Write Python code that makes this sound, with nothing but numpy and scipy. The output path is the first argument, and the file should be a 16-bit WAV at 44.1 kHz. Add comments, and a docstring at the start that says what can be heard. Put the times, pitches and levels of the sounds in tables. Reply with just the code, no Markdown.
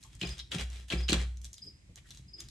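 """A meerkat paws at a wall panel and patters on the hard floor of a small indoor enclosure.
In each swipe the claws knock and scrape, the paw thuds and the loose panel booms; light claw
ticks and soft shuffles fall in between. A thin three-beat chirp, probably a cricket rubbing its
wings, sounds farther off, with more of the room on it. Heard from nearby on a closely spaced
pair of microphones, over the low rumble of the room."""
import sys
import numpy as np
from scipy import signal
from scipy.fft import rfft, irfft
from scipy.io import wavfile

SR = 44100
rng = np.random.default_rng(int(sys.argv[2]) if len(sys.argv) > 2 else 0)


def inscribe(sig):
    """Save sig as 16-bit PCM at rate SR to the path in sys.argv[1].

    A 1-D sig is mono; a 2-D sig holds one channel per row.
    Samples are clipped to [-1, 1] before scaling.
    """
    pcm = np.round(np.clip(np.atleast_2d(sig).T, -1, 1) * 32767)
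    wavfile.write(sys.argv[1], SR, pcm.astype(np.int16))


N = 110250

# room tone, spectra of the air noise and of the rumble: f/Hz, relative level/dB
AIR_SPECTRUM = [(130, -8.5), (370, -17), (840, -23), (1500, -25.5), (2200, -18.5), (3250, -23.5),
                (6400, -25), (8200, -22.5), (9200, -38), (11300, -28), (12200, -77.5), (16000, -91)]
RUMBLE_SPECTRUM = [(30, -39.5), (42, 1), (60, 1.5), (85, -4.5), (125, -4.5), (200, -15.5), (350, -23.5),
                   (600, -64.5)]
# reverberation of the enclosure: f/Hz, t60/s
ROOM_DECAY = [(100, 0.53), (500, 0.32), (1500, 0.39), (4000, 0.37), (8000, 0.37), (11500, 0.44),
              (13000, 0.045)]
# cricket chirps: t/s, level/dB
CRICKET_CHIRPS = [(.197, -42.5), (.922, -44.5), (1.562, -43), (2.278, -43.5)]
# wing beats of one chirp: delay/s, level re chirp/dB, f/Hz
WING_BEATS = [(0, -16.5, 4950), (.054, -3.5, 4985), (.103, -4, 4985)]
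# feet shuffle on the floor: t/s, length/s, level/dB, centre f/Hz
FOOT_SHUFFLES = [(0.037, 0.037, -62, 947), (1.644, 0.063, -59.5, 367), (1.883, 0.048, -68, 503),
                 (2.035, .05, -66, 1660), (2.276, 0.22, -65.5, 340)]
# claw tips tick on the floor: t/s, base level/dB, offset of the dull part/dB
FLOOR_TICKS = [(0.028, -53, -2), (0.036, -46, -7.5), (0.151, -48.5, -29), (0.2916, -44, 7),
               (0.3814, -46.5, 0.5), (0.6366, -49, -15), (0.7008, -48, -7), (0.758, -55.5, 2),
               (0.8243, -59, -14), (1.105, -31.5, -21), (1.371, -52, -7.5), (1.4155, -47.5, -15),
               (1.4447, -39, -12), (1.452, -40, -8.5), (1.5308, -40.5, -30), (1.5413, -44, -12),
               (1.5808, -47, -0.5), (1.9577, -43.5, -8), (2.106, -45, -1), (2.1121, -51.5, 9),
               (2.147, -49, -2), (2.1728, -48, -3.5), (2.401, -44, -9), (2.405, -37, -5),
               (2.486, -45, -1.5)]
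# spectra of a tick, bright claw tip and dull floor: f/Hz, relative level/dB
TIP_SPECTRUM = [(500, -24.5), (2500, -12.5), (4500, -12), (6000, 6), (7200, 2), (9500, -4.5),
                (11600, -12.5), (13000, -14), (16000, -49)]
FLOOR_SPECTRUM = [(200, -0.5), (700, -12), (1500, -10), (2600, -6), (4000, 13.5), (5500, -12), (9000, -38)]
# the whole panel swings until a paw stills it: t/s, level/dB, free time/s
PANEL_BOOMS = [(0.241, -30, 0.085), (.345, -39.5, 0.099), (0.576, -28, 0.313), (0.928, -22, 0.19),
               (1.105, -21, 0.394), (2.17, -45.5, 0.23)]
# low panel modes, rung by the paw: f/Hz, relative level/dB, t60/s
LOW_MODES = [(95.8, -13, 1), (131.8, -11, 0.57), (175, -4, 0.26), (216, -4.5, 0.096), (304, -20, 0.17),
             (328.2, -5, 0.11), (346.4, -9, 0.27), (380, -12, 0.3), (519.5, -15, 0.34), (748, -14.5, 0.43)]
# high panel modes, rung by the claws: f/Hz, relative level/dB, left minus right/dB
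HIGH_MODES = [(1300, -40, 8), (2365, -13.5, 1), (2350, 2, 13), (2827, -8, -15), (3050, -26, -13),
              (3310, 2.5, 11), (4120, 7.5, 0), (4140, -27, -3)]
# the paw lands on the panel: t/s, level/dB, contact time/s, punch f/Hz, punch re ring/dB
PAW_THUDS = [(0.2194, -35.5, 0.0023, 185, -5), (0.2351, -31, 0.002, 347, -21),
             (0.5462, -38.5, 0.00066, 275, -2), (0.5563, -30.5, 0.0029, 154, 3.5),
             (0.9361, -27.5, 0.0015, 180, -13), (1.0967, -30, 0.0013, 236, -16),
             (1.1245, -24, 0.0017, 303.5, -2), (1.896, -43, 0.0053, 85, 2), (2.196, -36.5, 0.0069, 128, -6)]
# claws and pads drag: t/s, length/s, level/dB, treble tilt/(dB per octave)
CLAW_SCRAPES = [(-0.003, 0.098, -59.5, 5), (0.093, 0.093, -61.5, 0.5), (0.189, 0.046, -56, 3),
                (0.208, 0.073, -43, -4.5), (0.245, 0.13, -49, 0), (0.368, 0.056, -51, 1),
                (0.508, 0.074, -39, -1), (0.58, 0.061, -38, -1), (0.671, 0.2, -55, 0.5),
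                (0.875, 0.034, -55.5, 3.5), (0.899, 0.068, -36, -2.5), (0.955, 0.11, -49, -1.5),
                (1.086, 0.032, -35, 0.5), (1.111, 0.066, -33.5, -4.5), (1.159, 0.1, -44, -2),
                (1.427, 0.064, -58.5, 4.5), (1.603, 0.12, -66.5, 6), (1.963, 0.037, -56, -0.5),
                (2.037, 0.2, -61.5, 4), (2.358, 0.13, -60, 0.5)]
# spectrum of a scrape before its tilt: f/Hz, relative level/dB
RASP_SPECTRUM = [(200, -2), (700, -5.5), (1100, -7), (1700, -1.5), (2800, -0.5), (4500, -4.5), (7000, -6.5),
                 (8700, -8), (10000, -18), (11600, -16), (12600, -33), (16000, -41)]
# claws knock on the panel: t/s, level/dB, ring f/Hz, crack re ring/dB, catch time/s
CLAW_KNOCKS = [(0.2132, -29, 2980, -7, 0.0045), (.227, -37, 3700, -7.5, 0.0038),
               (0.2306, -32, 2550, -7, 0.0029), (.2725, -38.5, 2930, 2.5, 0.0024),
               (0.3907, -35.5, 4360, -23, 0.0036), (0.397, -36, 3660, -24, 0.005),
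               (0.5169, -28.5, 2920, -7.5, 0.0044), (.548, -35, 3940, 6, 0.0017),
               (0.583, -39, 2590, 1, 0.0047), (0.901, -30, 3180, -7, 0.0053),
               (.922, -28, 2520, -11.5, 0.004), (1.082, -32, 4000, -9.5, 0.0048),
               (1.0873, -23, 2900, -9.5, 0.0036), (1.0937, -27.5, 4250, 1, 0.0034),
               (1.12, -23, 4380, -11, 0.0019), (1.1297, -17, 2815, 2.5, 0.0019)]
# spectrum of a knock's woody ring: multiple of the ring pitch, relative level/dB
WOODY_SPECTRUM = [(.1, -36), (.4, -29), (.75, -12), (1, 1), (1.17, -10), (1.45, -7.5), (1.8, -24.5),
                  (4, -45)]
# spectrum of a knock's crack: f/Hz, relative level/dB
CRACK_SPECTRUM = [(200, -31), (800, -10.5), (1500, -2.5), (2700, 2), (4300, -5), (5500, -5.5), (7000, -2.5),
                  (8700, -11.5), (10500, -17), (16000, -34)]

CLAW_SIDE_DB = -8  # stereo width of the animal's sounds, side re mid


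def amp(db):
    """Decibels to gain."""
    return 10 ** (np.asarray(db) / 20)


def unit_rms(x):
    """Scales to rms 1."""
    return x / np.sqrt(np.mean(x ** 2) + 1e-20)


def value_at(points, hz):
    """Reads a table on a log-frequency axis."""
    f, value = np.transpose(points)
    return np.interp(np.log(hz + 1), np.log(f + 1), value)


def add(mix, start, sound):
    """Mixes a sound in at a start time in seconds."""
    part = mix[..., max(round(start * SR), 0):][..., :sound.shape[-1]]
    part += sound[..., :part.shape[-1]]


def filtered(x, order, hz, kind):
    """Causal Butterworth filter."""
    return signal.sosfilt(signal.butter(order, hz, kind, fs=SR, output="sos"), x)


def colour(x, spectrum, tilt_db=0, size=4096, pivot_hz=3530):
    """Causal filter of unit energy with the given spectrum and tilt per octave."""
    hz = abs(np.fft.fftfreq(size, 1 / SR))
    octaves = np.log2(np.maximum(hz / pivot_hz, 0.1))
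    log_gain = np.log(amp(value_at(spectrum, hz) + tilt_db * octaves))
    minimum_phase = np.exp(np.conj(signal.hilbert(log_gain)))
    taps = np.fft.ifft(minimum_phase).real[:size // 2]
    return signal.fftconvolve(x, taps[None] / np.linalg.norm(taps), axes=1)[:, :x.shape[1]]


def stereo_noise(size, side_db):
    """Two channels of noise, more alike the lower side_db is."""
    mid, side = rng.standard_normal((2, size))
    return unit_rms(mid + amp(side_db) * np.array([side, -side]))


def wobble(span_s):
    """A smooth random curve of rms 1 that changes over about span_s seconds."""
    hz = np.fft.rfftfreq(N, 1 / SR)
    return unit_rms(irfft(rfft(rng.standard_normal(N)) * np.exp(-(hz * span_s) ** 2), N))


def snap(decay_s, rise_s=0.00039, size=2048):
    """A tiny cluster of contacts that dies within milliseconds."""
    t = np.arange(size) / SR
    fade = np.exp(-t / decay_s) * (1 - np.exp(-t / rise_s))
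    return unit_rms(stereo_noise(size, CLAW_SIDE_DB) * fade) * np.sqrt(np.mean(fade ** 2))


def room_tone(rumble_db=-58.5, waver_db=3.5, air_db=-67.5):
    """A wavering rumble, alike at both microphones, and faint air noise all around."""
    t = np.arange(N) / SR
    waver = unit_rms(sum(np.sin(2 * np.pi * (hz * t + rng.random())) for hz in np.geomspace(2, 12, 20)))
    rumble = unit_rms(colour(stereo_noise(N, side_db=-59), RUMBLE_SPECTRUM, size=16384))
    air = unit_rms(colour(stereo_noise(N, side_db=1.2), AIR_SPECTRUM))
    return amp(rumble_db - waver_db * waver) * rumble + amp(air_db) * air


def room_echo(x, early_db=-4.5, early_s=0.013, tail_db=-11.5, correlation=0.78, echo_top_hz=12400):
    """Quick reflections from the corner, then the tail of a small hard room."""
    size = SR // 2
    t = np.arange(size) / SR
    left, other = rng.standard_normal((2, size))
    right = correlation * left + np.sqrt(1 - correlation ** 2) * other
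    hz, frame_s, spectra = signal.stft(np.array([left, right]), SR, nperseg=256)
    decay = amp(-60 * frame_s / value_at(ROOM_DECAY, hz)[:, None])
    tail = signal.istft(spectra * decay, SR, nperseg=256)[1][:, :size] * np.minimum(t / 0.0057, 1)
    early = stereo_noise(size, side_db=0.3) * np.exp(-t / early_s)
    early *= (rng.random(size) < 1500 / SR) * (t > 0.002)  # sparse arrivals after 2 ms
    response = (amp(tail_db) * unit_rms(tail) + amp(early_db) * unit_rms(early)) / np.sqrt(size)
    return signal.fftconvolve(x, filtered(response, 4, echo_top_hz, "low"), axes=1)[:, :N]


def close_pair(x, below_hz=430, share=0.62):
    """The microphones sit close together, so low sounds reach both much alike."""
    low_side = signal.sosfiltfilt(signal.butter(2, below_hz, fs=SR, output="sos"), (x[0] - x[1]) / 2)
    return x - share * np.array([low_side, -low_side])


def cricket(beat_s=0.017, sag_hz_per_s=6200, wing_gap_hz=170, wing_db=-6.5, roughness=0.22):
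    """Three strokes a chirp; the two wings ring slightly apart, so each stroke flutters as it sags."""
    out, t = np.zeros(N), np.arange(0, beat_s, 1 / SR)
    swell = np.sin(np.pi * t / beat_s)
    for start, db in CRICKET_CHIRPS:
        for delay, beat_db, hz in WING_BEATS:
            cycles = np.cumsum(hz - sag_hz_per_s * (t - beat_s / 2)) / SR
            wings = np.sin(2 * np.pi * cycles)
            wings += amp(wing_db) * np.sin(2 * np.pi * (cycles + wing_gap_hz * t + rng.random()))
            jitter = signal.oaconvolve(rng.standard_normal(4096), np.hanning(SR // 400), "valid")
            teeth = 1 + roughness * unit_rms(jitter)[:len(t)]
            add(out, start + delay, amp(db + beat_db) * teeth * swell * wings)
    return np.array([out, out])


def foot_shuffles(edge_ratio=1.14):
    """Pads and fur brush the floor in short, hollow puffs."""
    out = np.zeros((2, N))
    for start, length, db, hz in FOOT_SHUFFLES:
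        size = round(length * SR)
        noise = stereo_noise(SR // 2, CLAW_SIDE_DB)
        puff = filtered(noise, 2, [hz / edge_ratio, hz * edge_ratio], "band")[:, -size:]
        add(out, start, amp(db) * np.hanning(size) * unit_rms(puff))
    return out


def floor_ticks(decay_s=0.0018, tip_gain_db=3, floor_gain_db=5):
    """Claw tips click brightly, with a duller part from the floor."""
    out = np.zeros((2, N))
    for start, db, dull_db in FLOOR_TICKS:
        tip = amp(tip_gain_db) * colour(snap(decay_s), TIP_SPECTRUM)
        floor = amp(floor_gain_db + dull_db) * colour(snap(decay_s), FLOOR_SPECTRUM)
        add(out, start, amp(db) * (tip + floor))
    return out


def panel_booms(hz=60.77, rise_s=0.096, fall_db_per_s=63, still_s=0.0054, lag_s=0.000059):
    """The lowest mode builds as the paw lets go, dies slowly and is stilled by the next touch."""
    left, t = np.zeros(N), np.arange(SR) / SR
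    rise = np.sin(np.pi / 2 * np.minimum(t / rise_s, 1))
    for start, db, free_s in PANEL_BOOMS:
        damping = np.exp(-np.maximum(t - free_s, 0) / still_s)
        add(left, start, amp(db - fall_db_per_s * t) * rise * damping * np.sin(2 * np.pi * hz * t))
    clock = np.arange(N) / SR
    right = np.interp(clock - lag_s, clock, left)  # reaches this microphone slightly later
    return np.array([left, right])


def panel_shimmer(claws, gain_db=2, t60_s=0.05, drift=0.012):
    """Claw contacts ring on in the panel's high modes, which drift as the paws press and move."""
    out, pole = np.zeros((2, N)), amp(-60 / SR / t60_s)
    for hz, db, pan_db in HIGH_MODES:
        carrier = np.exp(2j * np.pi * np.cumsum(hz * (1 + drift * wobble(0.16))) / SR)
        envelope = signal.lfilter([1 - pole], [1, -pole], claws / carrier + 1e-18)
        ring = 2 * (carrier * envelope * np.exp(2j * np.pi * rng.random())).real
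        out += amp(db + np.array([[pan_db], [-pan_db]]) / 2) * ring
    return amp(gain_db) * out


def paw_thuds(punch_s=0.0098, low_cut_hz=121.4):
    """The paw lands with a punch and rings the panel's low modes; little radiates below them."""
    out, t = np.zeros(N), np.arange(SR // 2) / SR
    ring = sum(amp(db - 60 * t / t60) * np.sin(2 * np.pi * hz * t) for hz, db, t60 in LOW_MODES)
    for start, db, contact_s, punch_hz, punch_db in PAW_THUDS:
        push = np.sin(np.pi * np.arange(0, contact_s, 1 / SR) / contact_s)
        add(out, start - contact_s / 2, amp(db) * signal.fftconvolve(ring, push / push.sum()))
        punch = np.exp(-t / punch_s) * np.sin(2 * np.pi * punch_hz * t)
        add(out, start, amp(db + punch_db) * punch)
    return filtered(out, 3, low_cut_hz, "high")


def claw_scrapes(grains_per_s=5000, spread_db=2, clump_db=3, clump_s=0.0033):
    """Stick-slip grains come in uneven clumps that swell and fade under each stroke."""
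    out = np.zeros((2, N))
    slips = stereo_noise(N, CLAW_SIDE_DB) * (rng.random(N) < grains_per_s / SR)
    slips *= amp(spread_db * np.minimum(rng.exponential(1, N), 4))
    slips *= amp(clump_db * wobble(clump_s))
    for start, length, db, tilt_db in CLAW_SCRAPES:
        progress = np.arange(0, length, 1 / SR) / length
        stroke = np.interp(progress, [0, 0.39, 1], [0, 1, 0]) ** 0.93
        grains = np.roll(slips, -round(start * SR), axis=1)[:, :len(stroke)]
        add(out, start, amp(db) * stroke * unit_rms(colour(grains, RASP_SPECTRUM, tilt_db)))
    return out


def claw_knocks():
    """A claw catches for a few milliseconds: a woody burst around one pitch, with a broad crack."""
    out = np.zeros((2, N))
    for start, db, hz, crack_db, catch_s in CLAW_KNOCKS:
        woody = colour(snap(catch_s), [(ratio * hz, level) for ratio, level in WOODY_SPECTRUM])
        crack = amp(crack_db) * colour(snap(catch_s), CRACK_SPECTRUM)
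        add(out, start, amp(db) * (woody + crack))
    return out


def scene(cricket_echo_db=7.5):
    """The enclosure from the microphones: meerkat and panel near, the cricket deeper in the room."""
    claws = claw_knocks() + claw_scrapes()
    chirps = cricket()
    meerkat = claws + panel_shimmer(claws) + floor_ticks() + foot_shuffles()
    echo = room_echo(meerkat + amp(cricket_echo_db) * chirps)
    return close_pair(meerkat + chirps + echo) + paw_thuds() + panel_booms() + room_tone()


def record(dry):
    """The recorder's low cut at 21.6 Hz and band limit at 16 kHz."""
    band_limit = signal.firwin(511, 16000, window=("kaiser", 9), fs=SR)
    return signal.oaconvolve(filtered(dry, 3, 21.6, "high"), band_limit[None], "same")


dry = scene()
out = record(dry)
inscribe(out)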